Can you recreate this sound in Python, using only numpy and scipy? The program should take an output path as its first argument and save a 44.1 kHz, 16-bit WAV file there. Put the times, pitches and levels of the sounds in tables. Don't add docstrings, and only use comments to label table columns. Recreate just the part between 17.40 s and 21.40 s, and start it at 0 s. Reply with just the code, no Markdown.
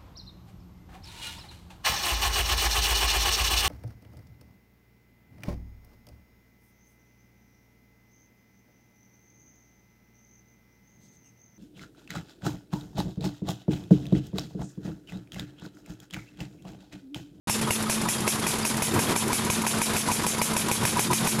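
import sys
import numpy as np
from scipy import signal
from scipy.fft import rfft, irfft
from scipy.io import wavfile

SR = 44100
rng = np.random.default_rng(int(sys.argv[2]) if len(sys.argv) > 2 else 0)


def store_wav(level_fs):
    pcm = np.round(np.clip(np.atleast_2d(level_fs), -1, 1) * 32767)
    wavfile.write(sys.argv[1], SR, pcm.T.astype(np.int16))


N = 176400
T = np.arange(N) / SR

# stroke time in seconds, then knock, air blast, low whine, high whine and swing rumble in dB.
STROKES = [(0.0959,-20.5,-4,-34,-48,-28.5), (0.3064,-18.5,-5.5,-28,-31.5,-24),
           (0.4969,-20,-4.5,-42,-31,-30), (0.6865,-22,-3.5,-27.5,-28,-25), (0.877,-19,-2,-33.5,-30,-25),
           (1.066,-22,-5.5,-51,-34,-25.5), (1.2506,-21,-5.5,-48,-41,-26.5), (1.421,-21.5,-5,-27,-34,-28),
           (1.591,-24,-8.5,-24,-35,-23), (1.7609,-20.5,-6.5,-34,-37,-30), (1.9298,-21,-4,-26,-42,-29),
           (2.1004,-21,-6,-29,-35,-25), (2.2653,-21.5,-5,-28.5,-36,-30.5), (2.4159,-22,-4.5,-29,-36,-29),
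           (2.5649,-23,-6,-29.5,-40,-37), (2.715,-22.5,-6.5,-22.5,-38,-30), (2.8649,-20,-4,-26,-35,-29),
           (3.0159,-18,-4,-27.5,-33,-32), (3.165,-22,-5,-30,-41,-32), (3.3139,-18,-5,-23,-40,-26),
           (3.452,-17.5,-2.5,-22,-33,-22.5), (3.5928,-19,-2,-22.5,-37,-26.5),
           (3.7313,-20,-1.5,-20.5,-35,-21.5), (3.8726,-19.5,-3,-26,-43.5,-25), (4.012,-13,-1,-20.5,-44,-25)]
PUFF_LAG_S = .1175


def from_db(db):
    return 10 ** (np.asarray(db) / 20)


def unit_rms(x):
    return x / np.sqrt(np.mean(x ** 2) + 1e-20)


def drift(rate_hz):
    r = np.exp(-80 * np.pi * rate_hz / SR)
    slow = signal.lfilter([1], [1, -2 * r, r * r], rng.standard_normal(N // 40 + 2002))[2000:]
    return np.interp(np.arange(N) / 40, np.arange(len(slow)), unit_rms(slow))


def noise(spectrum):
    hz, db = np.transpose(spectrum)
    bins_hz = np.arange(1, N // 2 + 2) * SR / N
    shape = from_db(np.interp(np.log(bins_hz), np.log(hz), db))
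    return unit_rms(irfft(rfft(rng.standard_normal(N)) * shape, N))


def resonant_noise(hz, width_hz):
    r = np.exp(-2 * np.pi * width_hz / SR / np.sqrt(2))
    section = [1 - r, 0, r - 1, 1, -2 * r * np.cos(2 * np.pi * hz / SR), r * r]
    return unit_rms(signal.sosfilt([section, section], rng.standard_normal(N)))


def resonances(modes):
    return sum(from_db(db) * resonant_noise(hz, width_hz) for hz, width_hz, db in modes)


def ring(times_s, db, hz, t60_s):
    out, age_s = np.zeros(N + 3 * SR), T[:int(min(t60_s, 2) * SR)]
    decay = np.exp(-np.log(1000) * age_s / t60_s)
    for start_s, blow_db, blow_hz in np.broadcast(times_s, db, hz):
        i = int(start_s * SR)
        out[i:i + len(age_s)] += from_db(blow_db) * decay * np.sin(2 * np.pi * blow_hz * age_s)
    return out[:N]


def gate(start_s, attack_s, hold_s, release_s):
    attack = np.clip((T - start_s) / attack_s, 0, 1)
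    return attack * np.exp(-np.clip((T - start_s - hold_s) / release_s, 0, 20))


def swell(centre_s, width_s):
    return np.exp(-.5 * np.minimum(((T - centre_s) / width_s) ** 2, 100))


def rough_tone(hz, roughness=0.41):
    jitter = drift(99) + 1j * drift(98)
    return np.real((1 + roughness * jitter) * np.exp(2j * np.pi * hz * T))


def hall(approach_db_per_s=0.18):
    # frequency in Hz, relative density in dB.
    rush_spectrum = [(20, -32), (45, -0.5), (70, -9.5), (100, 6.5), (200, 6), (400, 2.5), (600, -2),
                     (1000, 1), (1800, -5), (2600, -7.5), (4200, -9), (7000, -12.5), (10500, -12),
                     (12000, -16), (14500, -33)]
    # frequency in Hz, width in Hz, level in dB.
    leak_whistles = [(3654, 12, -54), (7120, 60, -51), (10110, 120, -46.5)]
    rush_db = -30.5 + 2.5 * drift(37.4) + approach_db_per_s * (T - T.mean())
    return from_db(rush_db) * noise(rush_spectrum) + resonances(leak_whistles)


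def feeder(drive_hz=219.4, wander_hz=0.63, flutter_db=1.5):
    # multiple of the drive rate, RMS level in dB.
    harmonics = [(1, -33.5), (2, -52.5)]
    phase = 2 * np.pi * np.cumsum(drive_hz + wander_hz * drift(2.4)) / SR
    hum = sum(from_db(db) * np.sin(k * phase) for k, db in harmonics)
    return np.sqrt(2) * from_db(flutter_db * drift(7)) * hum


def turret(low_hz=979, high_hz=1258, edge_s=0.0051):
    # frequency in Hz, width in Hz, relative level in dB.
    frame_modes = [(98.8, 17.7, -4.5), (130.8, 11.3, 0), (172.8, 18.5, 1), (234, 21, -8), (319.6, 27, -6),
                   (364.4, 17, -3), (444, 37, -11)]
    # centre in seconds, width in seconds, level in dB.
    rumble_spells = [(1.562, .026, -24), (1.70, 0.052, -28), (1.885, 0.027, -28.5)]
    # frequency in Hz, relative density in dB.
    rumble_spectrum = [(60, -25), (110, 0), (200, -9), (330, 1), (440, -3.5), (600, -15), (1600, -15.5),
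                       (4000, -30)]
    gear_spectrum = [(500, -15), (830, 4.5), (1000, 12), (1280, -11), (1500, 2.5), (2000, -19), (3500, -30)]
    swing, low, high = 0, 0, 0
    cycles_s = np.gradient(np.transpose(STROKES)[0])
    for (stroke_s, _, _, low_db, high_db, swing_db), cycle_s in zip(STROKES, cycles_s):
        brake_s = stroke_s - 0.0331 - 0.12 * (cycle_s - cycles_s.mean())
        swing += from_db(swing_db - 8) * swell(stroke_s - 0.025, width_s=0.049)
        low += from_db(low_db) * gate(brake_s, edge_s, hold_s=2 * edge_s, release_s=0.019)
        high += from_db(high_db) * gate(brake_s, edge_s, hold_s=0.021, release_s=edge_s)
    whine = low * (rough_tone(low_hz) + from_db(-5) * noise(gear_spectrum)) + high * rough_tone(high_hz)
    frame = swing * unit_rms(resonances(frame_modes))
    heavy = sum(from_db(db) * swell(centre_s, width_s) for centre_s, width_s, db in rumble_spells)
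    return frame + from_db(-2.5) * whine + heavy * noise(rumble_spectrum)


def knocks(spread_db=2.5, detune=.04, crack_s=0.0032):
    # frequency in Hz, level in dB, T60 in seconds.
    head_modes = [(113, -13, 0.046), (484, -3, 0.022), (730, -4.5, 0.0074), (907, -5, 0.029),
                  (1510, -8.5, 0.014), (2200, -7, 0.038), (2514, -7, 0.021), (3400, -20, 0.005),
                  (5400, -24, .012)]
    # offset from the stroke in seconds, level in dB.
    contacts = [(-.0014, -7), (.0003, -0.5), (.0014, -3), (.0034, -12.5), (.0066, -13)]
    # frequency in Hz, relative density in dB.
    crack_spectrum = [(2600, 2), (9000, -2), (14500, -2)]
    strokes_s, knock_db = np.transpose(STROKES)[:2]
    offsets_s, contact_db = np.transpose(contacts)
    puffs_s = strokes_s + PUFF_LAG_S
    metal = ring(puffs_s, db=-21.5, hz=356, t60_s=0.014)
    for k, (hz, mode_db, t60_s) in enumerate(head_modes):
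        scatter_db = rng.normal(0, spread_db, (len(strokes_s), len(contacts)))
        blow_db = knock_db[:, None] + 4 + contact_db + mode_db + scatter_db
        blow_hz = hz * (1 + rng.normal(0, detune, (len(strokes_s), 1)))
        metal += (-1) ** k * ring(strokes_s[:, None] + offsets_s, blow_db, blow_hz, t60_s)
        metal += ring(puffs_s, mode_db - 32, hz, t60_s)
    crack = sum(from_db(db - 1.5) * gate(s, crack_s / 10, 0, crack_s) for s, db in zip(strokes_s, knock_db))
    return metal + crack * noise(crack_spectrum)


def air_valve(surge_db=5, waver_db=3):
    # frequency in Hz, relative density in dB.
    jet_spectrum = [(900, -16), (1800, 0), (2500, 8), (3200, 1.5), (4200, 0), (5400, 5.5), (8500, 6.5),
                    (10800, 11), (11900, 3), (14500, -4.5)]
    # frequency in Hz, width in Hz, relative level in dB.
    cavity_modes = [(5520, 330, 0), (6430, 210, 1), (7220, 260, 2), (7840, 420, -4.5), (9400, 61, -0.5),
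                    (10300, 400, 1)]
    flow, spit = 0, 0
    for stroke_s, _, blast_db, *_ in STROKES:
        blast = gate(stroke_s, attack_s=0.003, hold_s=0.049, release_s=0.022)
        surge = 1 + (from_db(surge_db) - 1) * swell(stroke_s + 0.021, width_s=0.014)
        puff = gate(stroke_s + PUFF_LAG_S, attack_s=0.0013, hold_s=0.0039, release_s=0.0081)
        flow += from_db(blast_db - 22) * blast * surge + from_db(-30) * puff
        spit += from_db(blast_db - 26) * swell(stroke_s + 0.053, width_s=0.0067)
    cavities = sum(from_db(waver_db * drift(3.6)) * resonances([mode]) for mode in cavity_modes)
    jet = unit_rms(noise(jet_spectrum) + from_db(-6) * unit_rms(cavities))
    return flow * jet + spit * resonant_noise(hz=3240, width_hz=1650)


def panel(direct, echo_gain=0.25):
    # time in seconds, delay in seconds.
    delay_path = [(0, 0.0011), (1.5, 0.0013), (2.8, 0.001266), (4, 0.0013)]
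    delay_s = np.interp(T, *np.transpose(delay_path))
    return direct + echo_gain * np.interp(T - delay_s, T, direct)


def loose_parts(clinks_per_s=14, clink_db=-33):
    # frequency in Hz, T60 in seconds.
    part_modes = [(1520, 0.063), (2160, 0.021), (3320, 0.064), (3650, 0.038), (4840, 0.061)]
    out = ring(0.69, db=-41, hz=3250, t60_s=1.8)
    for hz, t60_s in part_modes:
        gap_draw, level_draw = rng.random((200, 2)).T
        times_s = np.cumsum(-np.log(gap_draw)) * len(part_modes) / clinks_per_s
        heard = times_s < T[-1]
        out += ring(times_s[heard], clink_db + 10 * (level_draw[heard] - .5), hz, t60_s)
    return out


def scene():
    background = hall()
    return (knocks() + panel(air_valve()) + turret() + feeder() + loose_parts() + background)[None]


def record(dry):
    sense_hz, sense_s, lag_s = 3970, 0.0028, 0.0015
    threshold_db, slope = -30.5, 0.71
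    silence_s, fade_s, cutoff_hz = .072, 0.0016, 14500
    treble = signal.sosfilt(signal.butter(2, sense_hz, "high", fs=SR, output="sos"), dry)
    r = np.exp(-1 / (sense_s * SR))
    treble_db = 10 * np.log10(signal.lfilter([1 - r], [1, -r], treble ** 2) + 1e-12)
    lagged_db = np.interp(T - lag_s, T, treble_db[0])
    gain = from_db(-slope * np.maximum(lagged_db - threshold_db, 0))
    fade_in = np.clip((T - silence_s) / fade_s, 0, 1)
    top_cut = signal.ellip(14, .2, 110, cutoff_hz, fs=SR, output="sos")
    return signal.sosfilt(top_cut, dry * gain * fade_in)


dry = scene()
out = record(dry)
store_wav(out)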